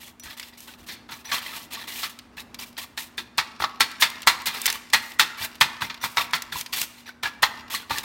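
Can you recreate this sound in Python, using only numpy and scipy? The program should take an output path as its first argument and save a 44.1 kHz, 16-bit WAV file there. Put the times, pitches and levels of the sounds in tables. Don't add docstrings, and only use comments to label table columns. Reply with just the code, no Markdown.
import sys
import numpy as np
from scipy import signal
from scipy.fft import rfft, irfft, next_fast_len
from scipy.io import wavfile
from scipy.ndimage import map_coordinates

SR = 44100
rng = np.random.default_rng(int(sys.argv[2]) if len(sys.argv) > 2 else 0)


def digitize_waveform(pressure):
    field = np.atleast_2d(pressure).T
    bounded = np.clip(field, -1, 1)
    quanta = np.round(bounded * 32767).astype(np.int16)
    wavfile.write(sys.argv[1], SR, quanta)


N = 354563

# frequency in Hz, rms level in dB.
HUM_PARTIALS = [(240.4, -58), (120.2, -71)]
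# frequency in Hz, time to fall 60 dB (t60) in seconds.
ROOM_DECAY = [(150, 0.34), (500, 0.6), (1400, 0.97), (3500, 0.6), (7000, 0.67), (14000, 0.44)]

# frequency in Hz, relative level in dB.
AIR_EQ = [(25, -29), (50, -10), (80, -6.5), (120, -13), (160, -13.5), (230, -6.5), (300, -9), (480, -17.5),
          (700, -17), (950, -16.5), (1300, -19.5), (2500, -28), (6000, -39), (16000, -52)]
BUMP_EQ = [(25, -22), (55, 8), (95, 10), (150, -2), (300, -31)]
THUD_EQ = [(25, -39), (60, -9), (130, 3), (210, -3), (330, -4), (800, -19.5)]
RATTLE_EQ = [(100, -9), (300, -4.5), (550, -5.5), (720, -3), (850, -4.5), (1000, 0), (1500, -5),
             (2300, 0.5), (3200, -1), (4200, -1.5), (5500, -3.5), (7500, -29), (12000, -27)]
RUSTLE_EQ = [(1200, -34), (2800, 5.5), (6000, 1.5), (8300, 1.5), (10300, -1), (12500, 2.5), (16000, -0.5)]
CRACKLE_EQ = [(3000, -12), (6000, 3.5), (8300, 5), (10300, 0.5), (12500, 1.5), (16000, -1)]
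CLACK_EQ = [(700, -18), (1300, -8.5), (1800, 3), (2900, 1.5), (4100, 2.5), (5200, -1.5), (7000, -11),
            (10000, -38.5)]
RING_EQ = [(150, -37), (400, -21.5), (640, -9), (830, -4), (1000, 0), (1350, 5.5), (1700, -10.5),
           (2600, -40)]

# centre in Hz, width in Hz, gain in dB.
PAN_MODES = [(912, 63, 2), (1124, 150, -12.5), (1340, 60, -11.5), (1721, 123, -6.5), (1975, 163, -4.5),
             (2398, 36, -1.5), (2680, 50, -7.5), (3500, 350, -6), (4257, 77, -1.5), (6520, 50, -5)]
# frequency in Hz, relative level in dB, t60 in seconds.
PING_PARTIALS = [(5873, 0, .16), (10050, -10, .05), (14980, -6, .04)]

# start in seconds, level in dB.
PAN_BUMPS = [(0.252, -39), (0.79, -38), (5.399, -34.5), (6.55, -39), (7.906, -38), (7.965, -43)]
# start in seconds, level in dB.
THIN_PINGS = [(0.197, -40), (1.254, -36), (6.012, -39), (7.064, -48)]
# start in seconds, pitch in Hz, level in dB, t60 in seconds.
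SPOON_SQUEAKS = [(6.557, 960, -16, 0.029), (7.254, 1705, -17.5, 0.084), (7.255, 1210, -37, 0.098)]
# start in seconds, level in dB, relative level of the bright edge in dB.
HUSK_SNAPS = [(0.197, -32.5, -1), (0.397, -17, -10), (0.4285, -19.5, -21), (0.604, -34.5, 4),
              (0.737, -28.5, -29), (1.905, -32, -22), (2.189, -21, -13), (2.5443, -19, -10),
              (2.728, -39, -8), (2.768, -22, -27), (3.915, -22, -12), (4.1002, -22, -4.5),
              (4.2197, -22, -6.5), (4.23, -19.5, -15), (4.418, -23, -10), (4.4583, -16, -8),
              (4.6163, -31.5, 17), (4.657, -1.5, -8), (4.6636, -4, -2.5), (4.7006, -6, -11),
              (4.726, -18, 0.5), (4.901, -26, -11), (5.1184, -24, -12), (5.554, -26.5, -10),
              (5.9434, -19, -18), (6.3092, -27, -9), (6.4209, -15.5, -6.5), (6.6106, -14, -4.5),
              (6.6614, -17, -14), (6.8151, -8.5, -3), (7.9833, -10.5, -8)]
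# start in seconds, length in seconds, rattle level in dB,
# rustle level in dB, swell from start to end in dB.
SEED_STROKES = [(0.0, 0.096, -50, -47.5, -1), (0.222, 0.11, -43.5, -52, 10),
                (0.367, 0.13, -46.5, -48, -4.5), (0.524, 0.032, -50, -62, -8),
                (0.572, 0.078, -55.5, -47, 5), (0.673, 0.072, -48.5, -50.5, -7),
                (0.774, 0.066, -57.5, -58, 4), (0.863, 0.076, -46.5, -43.5, 0),
                (1.106, 0.097, -46.5, -46.5, -8), (1.243, 0.061, -41.5, -48.5, 10),
                (1.32, 0.058, -30, -33.5, -2), (1.416, .15, -39, -43.5, 3), (1.56, 0.092, -48.5, -47, -4),
                (1.705, 0.029, -40, -41.5, 2), (1.732, 0.11, -37.5, -45.5, 2), (1.872, .19, -39, -37, 1.5),
                (2.093, 0.014, -45, -40.5, -4), (2.367, 0.04, -40.5, -45.5, 3),
                (2.587, 0.051, -40.5, -42, -2.5), (2.658, 0.035, -72, -50, -5),
                (2.775, 0.069, -37, -39, -7), (2.984, 0.088, -48.5, -42, -16),
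                (3.597, 0.035, -32.5, -41, 2), (3.997, 0.019, -37, -30.5, 19),
                (4.456, 0.014, -30.5, -22.5, 2), (4.519, 0.24, -37, -41, 7.5), (5.02, 0.12, -52, -46, -2),
                (5.371, 0.078, -35.5, -38.5, 16), (5.806, 0.061, -33.5, -44, -2),
                (6.013, 0.048, -31.5, -35, 8.5), (6.097, 0.064, -69, -48, -2),
                (6.172, 0.062, -30, -36.5, 3), (6.334, 0.024, -44, -33.5, 4), (6.518, .09, -40, -37, 8),
                (6.724, 0.11, -35, -29.5, 6.5), (6.872, 0.14, -56.5, -60, 12),
                (7.056, 0.036, -41, -53.5, 8.5), (7.228, 0.049, -30.5, -43.5, 1),
                (7.421, .012, -23, -26.5, 9.5), (7.699, 0.045, -31.5, -34, 7),
                (7.768, 0.058, -42.5, -50, -2), (7.895, 0.1, -31, -37, 4), (8.03, 0.023, -39, -36.5, 5)]
# start in seconds, level in dB, ring trim in dB,
# crackle trim in dB, t60 of the clack in seconds, the thud's own level in dB.
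SPOON_KNOCKS = [(0.2355, -37, -17, -0.5, 0.14, -43), (0.8858, -28, -33, -22, 0.33, -47),
                (1.089, -34.5, 2.5, -24, 0.14, -47), (1.1195, -26.5, -9, -33, 0.12, -47),
                (1.3151, -16.5, -9, -18, 0.28, -49), (2.0305, -17.5, -8.5, -27, 0.14, -48),
                (2.975, -18, -14, -10.5, 0.09, -56), (3.1786, -17.5, -11.5, -16.5, 0.12, -37.5),
                (3.3807, -6, -7.5, -19, .11, -36.5), (3.6022, -21, 5, -21, 0.03, -33),
                (3.6213, -17.5, 1.5, -32, 0.066, -38), (3.6396, -13, 3.5, -37, 0.069, -43),
                (3.8054, -1, -13.5, -14.5, .1, -33), (4.022, -3.5, -11.5, -13.5, .13, -40),
                (4.2717, -0.5, -8.5, -14, .13, -35.5), (4.47, -15.5, -10, -28, 0.17, -38),
                (4.6769, -12.5, -9, -17, 0.088, -43), (4.9331, -2, -12, -14, .13, -31),
                (5.195, -2, -10.5, -13, .13, -31), (5.6102, -1.5, -9, -15, .11, -31),
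                (5.8188, -18.5, -2.5, -19, 0.093, -31.5), (5.8988, -21.5, -13, -38.5, 0.099, -46),
                (6.0383, -18.5, -0.5, -17.5, 0.097, -38), (6.1702, -7.5, -5, -24, 0.1, -37),
                (6.3335, -9, -9, -22, 0.12, -38), (6.5226, -22.5, -9, -16, 0.14, -37.5),
                (6.7278, -20, -21, -15, 0.19, -40.5), (7.2324, -19, -5.5, -14, 0.15, -39),
                (7.2556, -22, 2, -31, 0.099, -59), (7.429, -4, -5, -35, 0.099, -37.5),
                (7.747, -16.5, -40, -7.5, 0.11, -41), (7.9068, -18, 1, -24, 0.085, -36)]

AIR_DB, TOP_HZ = -54.5, 16100
STROKE_ATTACK_S, STROKE_T60_S = 0.0032, 0.092
CLUMP_DB, CLUMPS_PER_S = 2, 64
RATTLE_FADE_DB = -4
SNAP_T60_S, EDGE_T60_S, THUD_T60_S = .04, .017, 0.16
SNAP_CREST_DB, KNOCK_CREST_DB = 13, 6.5
SCRUNCH_DB, SCRUNCH_LEAD_S = -21.5, 0.0063


def amp(db):
    return 10 ** (np.asarray(db) / 20)


def unit(x):
    return x / np.sqrt(np.mean(x ** 2) + 1e-20)


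def along(points, hz):
    freqs, values = np.transpose(points)
    return np.interp(np.log(hz + 1), np.log(freqs), values)


def wobble(rate):
    return map_coordinates(rng.standard_normal(int(N * rate / SR) + 4), [np.arange(N) * rate / SR])


def filtered(x, response):
    size = next_fast_len(len(x) + 4096, real=True)
    return irfft(rfft(x, size) * response(np.fft.rfftfreq(size, 1 / SR)), size)[:len(x)]


def coloured(x, eq):
    return unit(filtered(x, lambda hz: amp(along(eq, hz))))


def strike(t, t60, attack):
    t = np.maximum(t, 0)
    return amp(-60 * t / max(t60, 1e-3)) * (1 - np.exp(-t / attack))


def add(track, start, sound):
    part = track[max(round(start * SR), 0):][:len(sound)]
    part += sound[:len(part)]


def contacts(rate, spread_db, size=N):
    happens = rng.random(size) < rate / SR
    polarity = np.sign(rng.standard_normal(size))
    return happens * polarity * amp(spread_db * np.clip(rng.standard_normal(size), -2, 2))


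def room_tone():
    t = np.arange(N) / SR
    sway_db, drift = .7 * wobble(3), .15 * wobble(3)
    hum = sum(amp(db + sway_db) * np.sqrt(2) * np.sin(2 * np.pi * hz * t + drift)
              for hz, db in HUM_PARTIALS)
    air = amp(AIR_DB + 1.7 * wobble(4.25)) * coloured(rng.standard_normal(N), AIR_EQ)
    return hum + air


def kitchen_reverb(x):
    wet, hop = np.zeros(N), SR // 3
    hz, t, noise = signal.stft(rng.standard_normal((N // hop + 1, SR // 2)), SR, nperseg=256)
    decay = amp(-60 * t / along(ROOM_DECAY, hz)[:, None])
    tails = signal.istft(noise * decay, SR, nperseg=256)[1]
    tails *= 1 - np.exp(-np.arange(tails.shape[1]) / SR / 0.00088)
    for start, tail in zip(range(0, N, hop), tails):
        add(wet, start / SR, signal.fftconvolve(x[start:start + hop], tail / np.linalg.norm(tail)))
    return filtered(wet, lambda f: amp(along([(300, 2.5), (1200, -4.5), (4000, -7.5), (12000, -7.5)], f)))


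def pan_bumps():
    track, t = np.zeros(N), np.arange(SR // 3) / SR
    for start, db in PAN_BUMPS:
        rumble = coloured(rng.standard_normal(len(t)), BUMP_EQ)
        add(track, start, amp(db) * rumble * strike(t, 0.13, attack=0.0075))
    return track


def thin_pings():
    track, t = np.zeros(N), np.arange(SR // 4) / SR
    ping = sum(amp(db) * np.sin(2 * np.pi * hz * t) * strike(t, t60, attack=0.00042)
               for hz, db, t60 in PING_PARTIALS)
    for start, db in THIN_PINGS:
        add(track, start, amp(db) * ping)
    return track


def settling_seeds(knocks):
    pole = np.exp(-1 / (.15 * SR))
    unrest = np.sqrt(signal.lfilter([1 - pole], [1, -pole], knocks ** 2))
    t = np.arange(SR // 50) / SR
    tick = rng.standard_normal(len(t)) * strike(t, 0.034, attack=0.00042)
    ticks = signal.fftconvolve(contacts(rate=70, spread_db=3), tick)[:N]
    return amp(-26) * unrest * (coloured(ticks, RATTLE_EQ) + 0.2 * coloured(ticks, RUSTLE_EQ))


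def spoon_squeaks():
    track, t = np.zeros(N), np.arange(SR // 4) / SR
    for start, hz, db, t60 in SPOON_SQUEAKS:
        pitch = hz * (1 + 0.03 * wobble(214)[:len(t)])
        squeak = np.sin(2 * np.pi * np.cumsum(pitch) / SR)
        add(track, start, amp(db) * squeak * strike(t, t60, attack=0.0019))
    return track


def husk_snaps():
    track, t = np.zeros(N), np.arange(SR // 10) / SR
    for start, db, edge_db in HUSK_SNAPS:
        body = coloured(rng.standard_normal(len(t)), CLACK_EQ) * strike(t, SNAP_T60_S, attack=0.000098)
        edge = coloured(rng.standard_normal(len(t)), CRACKLE_EQ) * strike(t, EDGE_T60_S, attack=0.00078)
        add(track, start, amp(db) * (amp(-SNAP_CREST_DB) * body + amp(edge_db) * edge))
    return track


def through_pan(x, direct_db, scatter_db):
    chance = rng.standard_normal((len(PAN_MODES), 2))
    modes = [(hz * (1 + 0.025 * detune), width, db + scatter_db * lift)
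             for (hz, width, db), (detune, lift) in zip(PAN_MODES, chance)]
    sheet = lambda f: sum(amp(db) * 1j * f * width / (hz * hz - f * f + 1j * f * width)
                          for hz, width, db in modes)
    return filtered(x, lambda f: amp(direct_db) + sheet(f))


def seed_clacks(count, centre_hz, spread, cycles, spread_db):
    detune, strength = np.hsplit(np.clip(rng.standard_normal((count, 2)), -2, 2), 2)
    starts = ((np.arange(count) + 3 * rng.random(count)) * N / count).astype(int)
    n = np.arange(SR // 40)
    phase = centre_hz * np.exp(spread * detune) * n / SR
    grains = amp(spread_db * strength) * np.sin(2 * np.pi * phase) * np.exp(-phase / cycles)
    return unit(np.bincount((starts[:, None] + n).ravel(), grains.ravel(), N)[:N])


def shove(t, length, swell_db):
    progress = np.minimum(t / length, 1)
    roll_out_db = -60 * np.maximum(t - length, 0) / STROKE_T60_S
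    return (1 - np.exp(-t / STROKE_ATTACK_S)) * amp(swell_db * (progress - .5) + roll_out_db)


def seed_strokes():
    t = np.arange(SR // 2) / SR
    on_pan, on_paper = np.zeros((2, N))
    for start, length, rattle_db, rustle_db, swell_db in SEED_STROKES:
        add(on_pan, start, amp(rattle_db) * shove(t, length, swell_db + RATTLE_FADE_DB))
        add(on_paper, start, amp(rustle_db) * shove(t, length, swell_db))
    tumble = through_pan(contacts(rate=1800, spread_db=4), direct_db=-8, scatter_db=1)
    clacks = seed_clacks(count=1300, centre_hz=2800, spread=.45, cycles=15, spread_db=4.5)
    rattle = .78 * coloured(tumble, RATTLE_EQ) + .63 * clacks
    rustle = coloured(contacts(rate=6100, spread_db=4), RUSTLE_EQ)
    return (rattle * on_pan + rustle * on_paper) * amp(CLUMP_DB * wobble(CLUMPS_PER_S))


def spoon_knocks():
    track, size = np.zeros(N), SR // 4
    t = np.arange(size) / SR - .02
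    for start, db, ring_db, crackle_db, t60, thud_db in SPOON_KNOCKS:
        burst = through_pan(contacts(rate=9000, spread_db=3, size=size), direct_db=-7.5, scatter_db=2.3)
        clack, ring = coloured(burst, CLACK_EQ), coloured(burst, RING_EQ)
        crackle = coloured(contacts(rate=9000, spread_db=6.5, size=size), CRACKLE_EQ)
        thud = coloured(rng.standard_normal(size), THUD_EQ) * strike(t, THUD_T60_S, attack=.005)
        hit = clack * strike(t, t60, attack=0.001)
        hit += amp(ring_db) * ring * strike(t, t60 * 1.04, attack=0.00026)
        hit += amp(crackle_db + 3) * crackle * strike(t, t60 * 1.06, attack=0.0001)
        scrunch = (clack + crackle) * strike(t + SCRUNCH_LEAD_S, 0.032, attack=0.0036)
        knock = amp(db - KNOCK_CREST_DB) * hit + amp(db + SCRUNCH_DB) * scrunch + amp(thud_db) * thud
        add(track, start + t[0], knock)
    return track


def scene():
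    knocks = spoon_knocks()
    texture = seed_strokes() + husk_snaps() + thin_pings() + spoon_squeaks() + settling_seeds(knocks)
    reverb = kitchen_reverb(amp(-10) * knocks + amp(-9) * texture)
    mono = knocks + texture + reverb + pan_bumps() + room_tone()
    return np.array([mono, mono])


def record(dry):
    rounded = dry / (1 + dry ** 6) ** (1 / 6)
    low_cut = lambda hz: hz ** 2 / np.sqrt(hz ** 4 + 35 ** 4)
    passband = lambda hz: low_cut(hz) / np.sqrt(1 + (hz / TOP_HZ) ** 200)
    return np.array([filtered(channel, passband) for channel in rounded])


dry = scene()
out = record(dry)
digitize_waveform(out)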